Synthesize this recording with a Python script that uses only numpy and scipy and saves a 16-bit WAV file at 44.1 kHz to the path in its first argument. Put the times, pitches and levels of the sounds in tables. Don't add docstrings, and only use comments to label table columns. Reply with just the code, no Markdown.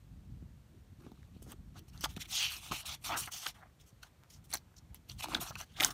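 import sys
import numpy as np
from scipy import signal
from scipy.fft import rfft, irfft
from scipy.io import wavfile

SR = 44100
rng = np.random.default_rng(int(sys.argv[2]) if len(sys.argv) > 2 else 0)


def int16_out(signal):
    q = np.round(np.clip(np.atleast_2d(signal).T, -1, 1) * 32767)
    wavfile.write(sys.argv[1], SR, q.astype(np.int16))


def amplitude_ratio(level_db):
    exponent = np.asarray(level_db, float) / 20
    return 10 ** exponent


N = 261851

# f/Hz, relative level/dB
HISS_SPECTRUM = [(180, -67.5), (300, -2.5), (842, -8), (2320, -14), (4910, -17), (5610, -18), (15000, -23),
                 (16000, -54.5)]
HISS_DB = -72.5
# f/Hz, relative level/dB
RUMBLE_SPECTRUM = [(15, -49), (25, -24), (46, 4.5), (70, 4.5), (146, 0.5), (260, -11.5), (340, -24.5),
                   (570, -120)]
# t/s, level/dB
GRIP_TENSION = [(0.0, -62), (0.12, -51), (0.2, -54.5), (0.38, -50), (0.51, -56.5), (0.71, -60), (1.39, -56),
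                (1.58, -55), (1.95, -52.5), (2.21, -55), (2.38, -57.5), (3.32, -61.5), (3.43, -65.5),
                (3.66, -66.5), (3.96, -64), (4.16, -61.5), (5.24, -58), (5.81, -57.5), (5.93, -54)]
RUMBLE_DB, BODY_REST_DB = 0.5, -20.5
# start t/s, rise/s, fall/s, level/dB
BLOCK_SHIFTS = [(0.7, 0.051, 0.038, -66), (0.99, 0.028, 0.21, -65.5), (1.4, 0.13, 0.028, -58),
                (1.74, 0.036, 0.035, -59), (2.03, 0.017, 0.26, -73), (2.712, 0.006, 0.035, -52),
                (3.06, 0.081, 0.095, -56.5), (5.24, 0.11, 0.082, -47.5), (5.76, 0.081, 0.15, -55)]
RUMBLE_SHIFT_DB = -8.5

# f/Hz, width/Hz, level/dB
BODY_MODES = [(236, 288, 1), (334, 82, 7.5), (370, 1000, -11.5)]
FLEX_MODES = [(737, 235, 1.5), (1210, 460, 0.5), (1560, 1160, -5.5), (2130, 910, -2.5)]
RUB_MODES = [(2580, 1810, -1.4), (3470, 1150, 1.3), (4130, 1000, -0.09)]
NAIL_MODES = [(5900, 2150, -15)]
EDGE_MODES = [(9500, 7100, -6.5), (14170, 3400, -2.5), (15100, 3400, -2)]
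FLUTTER_DB = 2.4

# t/s, level/dB, pitch it settles to f/Hz
BUMPS = [(0.425, -41.5, 147), (1.065, -41.5, 262), (1.118, -43.5, 204), (1.365, -41.5, 140),
         (1.423, -46.5, 303), (1.467, -44, 260), (2.038, -39, 185), (2.169, -33, 166), (2.712, -32.5, 141),
         (3.928, -49.5, 104), (5.504, -43, 103)]
BUMP_CYCLES = 6.5
# t/s, peak level/dB, f/Hz
SHEET_CRACKS = [(2.0415, -59, 2920), (3.4663, -23.5, 2900), (4.5398, -14.5, 9100), (5.3466, -18.5, 4000),
                (5.8475, -5, 6100)]
CRACK_WIDTH = 0.48
# t/s, level/dB, ring f/Hz, treble tick relative level/dB
CREASE_SNAPS = [(1.0666, -49, 880, -23), (1.174, -61, 1200, -15), (1.1176, -51, 730, -6),
                (1.23, -53.5, 1710, -12), (1.426, -48.5, 10900, 9), (1.5193, -41.5, 8700, 7),
                (1.792, -52, 5900, 11.5), (1.9762, -45, 4020, -22), (2.0088, -35, 5400, 3),
                (2.0137, -39, 5700, -7), (2.0395, -24, 880, 1), (2.0418, -22.5, 3100, -36),
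                (2.0445, -22, 3000, -17), (2.0577, -27, 794, -19.5), (2.1642, -36, 2530, -16),
                (2.173, -44, 2740, -11), (2.566, -34, 5040, -3), (2.7133, -33, 3060, -19),
                (2.7196, -27.5, 790, -17), (2.722, -32, 493, -20), (3.0397, -38, 8700, -10),
                (3.2748, -33.5, 2010, -7), (3.4647, -28.5, 4350, -21), (3.467, -31.5, 1620, -14),
                (3.467, -32, 2800, -15), (3.812, -51, 6100, -6), (4.032, -42, 1380, -11),
                (4.504, -40.5, 9050, -9.5), (4.515, -37, 9350, -12), (4.528, -30, 4340, -3),
                (4.535, -28, 6100, 2), (4.5375, -27.5, 4200, -8), (4.5443, -25.5, 4220, 5),
                (4.553, -26.5, 5840, -13), (4.5715, -37, 4250, 2), (4.581, -46, 4100, -5),
                (4.9453, -37.5, 11800, 0), (5.0971, -35.5, 4100, -19), (5.117, -43, 5860, -11),
                (5.208, -34, 2700, -19), (5.2427, -27.5, 790, -15), (5.258, -35, 880, -21),
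                (5.285, -35, 740, -27), (5.317, -37.5, 1090, -15), (5.3489, -18, 3110, -18),
                (5.35, -23.5, 1510, -16), (5.366, -33, 770, -15), (5.403, -40, 3500, -9),
                (5.507, -34.5, 660, -8), (5.5544, -32.5, 2580, -14), (5.612, -33.5, 5900, -1.5),
                (5.8004, -22.5, 2330, -17), (5.8062, -14.5, 2300, -20), (5.8351, -15.5, 2890, -20),
                (5.829, -24, 2680, -11), (5.847, -26, 1480, 9.5)]
SNAP_T60_S = 0.0047

# t/s, level/dB, lowest rasp f/Hz
SWIPE_PATH = [(2.285, -68, 3050), (2.33, -44.5, 3000), (2.39, -38, 2890), (2.445, -39.5, 2840),
              (2.49, -45, 2700), (2.565, -51, 2750), (2.585, -66, 2720), (2.85, -60, 3300),
              (2.88, -49.5, 3420), (2.95, -52, 3350), (2.97, -83, 3400)]
# multiple of the lowest f, width/Hz, level/dB, slope as it wears on/(dB per s)
RASP_BANDS = [(1.0, 950, 0, -5.0), (1.47, 1200, -2, -20.0), (2.0, 1900, 3, -70.0)]

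# start t/s, rise/s, fall/s, level/dB, brightness/dB (weighted per layer)
SLIDES = [(0.989, 0.053, 0.1, -72.5, -5), (1.14, 0.021, 0.14, -79.5, -4), (1.33, 0.026, 0.066, -74, -6.5),
          (1.42, .002, 0.048, -66.5, 3), (1.465, 0.06, 0.015, -60, 1), (1.753, 0.04, 0.0073, -59, -4.5),
          (1.88, .002, 0.018, -66, -0.5), (1.928, 0.0087, 0.19, -68, -1),
          (2.008, 0.012, 0.038, -51.5, -1.5), (2.038, 0.012, 0.01, -41.5, 1),
          (2.085, 0.012, 0.049, -56, -2), (2.163, 0.0027, 0.014, -49.5, -3.5),
          (2.194, 0.025, 0.016, -44.5, -2), (2.24, 0.018, 0.0092, -55, -6.5),
          (2.284, 0.061, 0.039, -45.5, 3), (2.327, 0.097, 0.076, -41, -2),
          (2.47, 0.048, 0.099, -47.5, -1.5), (2.58, 0.077, 0.073, -52, -1), (2.714, .004, .105, -43, -2),
          (2.74, .065, .015, -48, -1), (2.853, .008, .1, -45, -1.5), (2.87, .07, .017, -46, -2),
          (3.012, 0.032, 0.0018, -60.5, 1), (3.042, 0.0042, 0.078, -42, -1),
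          (3.08, 0.054, 0.026, -44.5, -6.5), (3.162, 0.013, 0.092, -43.5, 5.5),
          (3.2, 0.026, 0.063, -47.5, 0.5), (3.312, 0.01, 0.11, -47, 2.5), (3.389, 0.052, 0.06, -48, 0.5),
          (3.459, 0.023, 0.03, -44, -0.5), (3.543, 0.0016, 0.077, -66.5, -2.5),
          (3.794, 0.0074, 0.046, -66, -1), (3.865, 0.0088, 0.035, -71, 5), (4.027, 0.004, 0.012, -53.5, -4),
          (4.04, .004, 0.047, -68, -0.5), (4.298, 0.004, 0.087, -67, 4), (4.438, 0.0033, 0.031, -71.5, 7),
          (4.496, 0.033, .02, -55.5, 0.5), (4.53, 0.009, 0.044, -49.5, 4), (4.763, .01, 0.024, -71, 5),
          (4.945, 0.0016, 0.03, -63, 3), (5.086, 0.01, 0.047, -56.5, -2.5),
          (5.183, 0.02, 0.014, -47.5, 0.5), (5.222, 0.012, 0.024, -41, -4.5),
          (5.257, 0.095, 0.035, -49.5, -2.5), (5.402, 0.013, 0.061, -47, 3), (5.44, 0.054, 0.015, -50, 2),
          (5.51, 0.04, .003, -65, -5), (5.554, 0.0018, 0.01, -57, -3), (5.568, 0.031, 0.044, -49.5, -0.5),
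          (5.64, 0.13, 0.19, -66.5, -4.5), (5.758, 0.014, 0.15, -53.5, -6.5),
          (5.799, 0.052, 0.042, -37.5, 2), (5.903, 0.0032, 0.018, -47.5, 3.5)]
# weight of the brightness, level/dB
SLIDE_LAYERS = [(1.6, -10.5), (-0.51, -2.5), (0.63, -4), (1.01, -2.74)]
FLEX_FOLLOWS = 0.13
# start t/s, rise/s, fall/s, level/dB
BENDS = [(0.99, 0.061, .06, -70.5), (1.93, 0.024, 0.11, -64.5), (2.197, 0.04, 0.017, -62),
         (5.44, 0.013, 0.044, -52.5), (1.465, 0.062, 0.014, -61.5), (1.755, 0.0026, 0.037, -62),
         (2.037, 0.013, 0.01, -40.5), (2.165, 0.013, 0.0058, -51.5), (2.714, 0.0012, 0.036, -42),
         (2.8, 0.11, 0.05, -55.5), (3.09, 0.012, 0.097, -37.5), (3.15, 0.0038, 0.04, -37.5),
         (3.272, 0.0089, 0.016, -47), (3.46, 0.008, 0.0059, -35), (3.545, 0.0043, 0.16, -62.5),
         (3.61, 0.023, 0.012, -56.5), (4.03, 0.0018, 0.062, -63), (4.533, 0.0093, 0.016, -38),
         (5.19, 0.02, 0.0045, -52.5), (5.225, 0.035, 0.024, -53.5), (5.29, 0.065, 0.045, -44.5),
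         (5.404, 0.022, 0.019, -45.5), (5.51, 0.0017, 0.014, -48.5), (5.555, 0.0011, 0.016, -49),
         (5.58, 0.041, 0.022, -50.5), (5.8, 0.021, 0.051, -36), (5.872, 0.012, 0.042, -46),
         (5.758, 0.05, .004, -47.5), (4.09, 0.26, 0.9, -80)]
# start t/s, rise/s, fall/s, level/dB
NAIL_SCRAPES = [(2.03, 0.021, 0.0087, -39.5), (3.315, 0.0084, 0.16, -48.5), (4.301, 0.0024, 0.012, -54.5),
                (4.325, 0.018, 0.038, -65.5), (4.763, 0.0045, .006, -60), (4.779, 0.0076, 0.0052, -58),
                (5.404, 0.013, 0.029, -44.5)]
RISE_DB, FALL_DB = 14.5, 15
STROKE_FADE_S = 0.0067
STUTTER_DB, STUTTER_UNDER_DB = 0.27, -58.5

ECHO_S, ECHO_SWING, ECHO_DB = 0.00068, 0.16, -11
ROOM_T60_S, ROOM_DB = 0.12, -21.5
# f/Hz, width/Hz, level/dB
MIC_DIPS = [(4976, 340, -5), (10470, 990, -6)]
CUTOFF_HZ = 16200


def rms_one(x):
    return x / np.sqrt(np.mean(x ** 2) + 1e-20)


def drift(rate):
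    r = np.exp(-2 * np.pi * rate / SR)
    noise = rng.standard_normal(N + SR)
    return rms_one(signal.lfilter([1], [1, -2 * r, r * r], noise)[SR:])


def resonance(x, hz, width_hz):
    r = np.exp(-np.pi * width_hz / SR)
    gain = (1 - r * r) / 2
    return signal.lfilter([gain, 0, -gain], [1, -2 * r * np.cos(2 * np.pi * hz / SR), r * r], x)


def coloured(spectrum):
    hz, level_db = np.transpose(spectrum)
    grid = np.maximum(np.arange(N // 2 + 1) * SR / N, 1)
    shape = amplitude_ratio(np.interp(np.log(grid), np.log(hz), level_db))
    return rms_one(irfft(rfft(rng.standard_normal(N)) * shape, N))


def friction(modes, per_s, spread_db, flutter_db, edge=0.34):
    sizes = amplitude_ratio(spread_db * np.minimum(rng.exponential(1, N), 5)) * rng.choice([-1, 1], N)
    slips = sizes * (rng.random(N) < per_s / SR)
    total = np.zeros(N)
    for k, (hz, width, db) in enumerate(modes):
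        ring = resonance(resonance(slips, hz, width), hz, 2 * width)
        total += (-1) ** k * amplitude_ratio(db + flutter_db * drift(18.7)) * ring
    no_bass = signal.butter(4, edge * modes[0][0], "high", fs=SR, output="sos")
    damped_top = signal.butter(2, min(0.89 * modes[-1][0], 0.45 * SR), fs=SR, output="sos")
    return rms_one(signal.sosfilt(np.vstack([no_bass, damped_top]), total))


def stroke_shape(start, rise, fall):
    on = slice(int((start - 0.03) * SR), min(int((start + rise + fall + 0.03) * SR), N))
    t = np.arange(on.start, on.stop) / SR - start - rise
    db = -RISE_DB * np.clip(t / rise, -1, 0) ** 2 - FALL_DB * np.clip(t / fall, 0, 1) ** 2
    outside = np.maximum(np.maximum(-rise - t, t - fall), 0)
    return on, amplitude_ratio(db) * np.exp(-outside / STROKE_FADE_S)


def follow(rows):
    gain = np.zeros(N)
    for start, rise, fall, db in rows:
        on, shape = stroke_shape(start, rise, fall)
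        gain[on] = np.maximum(gain[on], amplitude_ratio(db) * shape)
    return gain


def hiss():
    return amplitude_ratio(HISS_DB) * coloured(HISS_SPECTRUM)


def room(x):
    t = np.arange(SR // 3) / SR
    tail = rng.standard_normal(len(t)) * amplitude_ratio(-60 * t / ROOM_T60_S) * (t > 0.004)
    tail = signal.lfilter([1], [1, -0.6], tail)
    return amplitude_ratio(ROOM_DB) * signal.fftconvolve(x, tail / np.linalg.norm(tail))[:N]


def grip():
    hold_db = np.interp(np.arange(N) / SR, *np.transpose(GRIP_TENSION))
    shifts = follow(BLOCK_SHIFTS)
    tremor = amplitude_ratio(1.5 * drift(2.77) + 2.6 * drift(16.5))
    rumble_gain = amplitude_ratio(hold_db + RUMBLE_DB) + amplitude_ratio(RUMBLE_SHIFT_DB) * shifts
    rumble = rumble_gain * tremor * coloured(RUMBLE_SPECTRUM)
    body_gain = (amplitude_ratio(hold_db + BODY_REST_DB) + shifts) * amplitude_ratio(FLUTTER_DB * drift(13.0))
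    return rumble + body_gain * friction(BODY_MODES, 1500, 4.0, FLUTTER_DB)


def bumps():
    size = SR // 8
    out, t = np.zeros(N + size), np.arange(size) / SR
    for s, db, hz in BUMPS:
        swell = (1 - np.exp(-t * hz * 35.0)) * amplitude_ratio(-60 * t * hz / BUMP_CYCLES)
        cycles = hz * t * (1 + 0.69 * np.exp(-t * hz))
        out[round(s * SR):][:size] += amplitude_ratio(db) * swell / swell.max() * np.sin(2 * np.pi * cycles)
    return out[:N]


def cracks():
    out, click = np.zeros(N + 256), np.eye(1, 256)[0]
    for s, db, hz in SHEET_CRACKS:
        width_hz = CRACK_WIDTH * hz
        swing = resonance(resonance(click, hz, width_hz), hz, width_hz)
        out[round(s * SR):][:len(click)] += amplitude_ratio(db) * swing / abs(swing).max()
    return out[:N]


def snaps():
    size = SR // 32
    out, t = np.zeros(N + size), np.arange(size) / SR
    treble = signal.butter(2, 6500, "high", fs=SR, output="sos")
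    decay = amplitude_ratio(-60 * t / SNAP_T60_S) + amplitude_ratio(-6.5 - 15 * t / SNAP_T60_S)
    envelope = decay * (1 - np.exp(-t / 0.0001))
    sheet = BODY_MODES + FLEX_MODES + RUB_MODES + NAIL_MODES
    for s, db, hz, tick_db in CREASE_SNAPS:
        burst = rng.standard_normal(size) * envelope
        ring = resonance(resonance(burst, hz, 180 + 0.082 * hz), hz, 1.1 * hz)
        tick = signal.sosfilt(treble, burst)
        thump = sum(amplitude_ratio(g) * resonance(burst, f, w) for f, w, g in sheet)
        parts = [(ring, -1.5), (tick, tick_db), (thump, -4)]
        snap = sum(amplitude_ratio(part_db) * v / abs(v).max() for v, part_db in parts)
        out[round(s * SR):][:size] += amplitude_ratio(db) * snap
    return out[:N]


def swipe():
    t = np.arange(N) / SR
    s, db, hz = np.transpose(SWIPE_PATH)
    turn = 2j * np.pi * np.cumsum(np.interp(t, s, hz)) / SR
    sizes = amplitude_ratio(2.6 * rng.exponential(1, N)) * rng.choice([-1, 1], N)
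    slips = sizes * (rng.random(N) < 12000 / SR)
    out = np.zeros(N)
    for times, width_hz, level_db, slope_db in RASP_BANDS:
        narrow = signal.butter(3, width_hz / 2, fs=SR, output="sos")
        centred = signal.sosfilt(narrow, slips * np.exp(-times * turn))
        band = np.real(centred * np.exp(times * turn))
        wear_db = slope_db * np.clip(t - s[1], 0, 0.25)
        out += amplitude_ratio(level_db + FLUTTER_DB * drift(26.0) + wear_db) * rms_one(band)
    return out * amplitude_ratio(np.interp(t, s, db, -200, -200))


def strokes():
    slides = np.array(SLIDES)
    gains = []
    for (weight, db), share in zip(SLIDE_LAYERS, [FLEX_FOLLOWS, 1, 1, 1]):
        level_db = slides[:, 3] + db + weight * share * slides[:, 4]
        gains.append(follow(np.c_[slides[:, :3], level_db]))
    gains[0] = np.hypot(gains[0], follow(BENDS))
    gains[2] = np.hypot(gains[2], follow(NAIL_SCRAPES))
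    light_db = np.clip(STUTTER_UNDER_DB - 20 * np.log10(np.sum(gains, axis=0) + 1e-9), 0, 20)
    pressure = amplitude_ratio((0.8 + STUTTER_DB * light_db) * drift(60))
    crinkles = (rng.random(N) < 110 / SR) * rng.exponential(1, N) * (0.6 + light_db / 6)
    pressure = pressure * (1 + signal.lfilter([1], [1, -np.exp(-1 / (0.00014 * SR))], crinkles))
    layers = [friction(FLEX_MODES, 3200, 2.9, FLUTTER_DB, edge=0.6),
              friction(RUB_MODES, 13000, 2.7, FLUTTER_DB, edge=0.72),
              friction(NAIL_MODES, 16000, 2.4, FLUTTER_DB),
              friction(EDGE_MODES, 15000, 1.7, FLUTTER_DB)]
    return pressure * np.sum(np.multiply(gains, layers), axis=0)


def facing_page(x):
    lag = ECHO_S * SR * np.exp(ECHO_SWING * drift(2.2))
    return x + amplitude_ratio(ECHO_DB) * np.interp(np.arange(N) - lag, np.arange(N), x)


def scene():
    paper = facing_page(strokes() + swipe() + snaps()) + cracks() + bumps()
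    return (paper + room(paper) + grip() + hiss())[None]


def roll_off(x):
    return signal.sosfilt(signal.butter(12, 16820, fs=SR, output="sos"), x)


def record(dry):
    for hz, width_hz, db in MIC_DIPS:
        dry = dry - (1 - amplitude_ratio(db)) * resonance(dry, hz, width_hz)
    dry = signal.sosfilt(signal.butter(4, 36, "high", fs=SR, output="sos"), dry)
    mix = signal.sosfilt(signal.cheby2(12, 45, CUTOFF_HZ, fs=SR, output="sos"), dry)
    return roll_off(mix)


dry = scene()
out = record(dry)
int16_out(out)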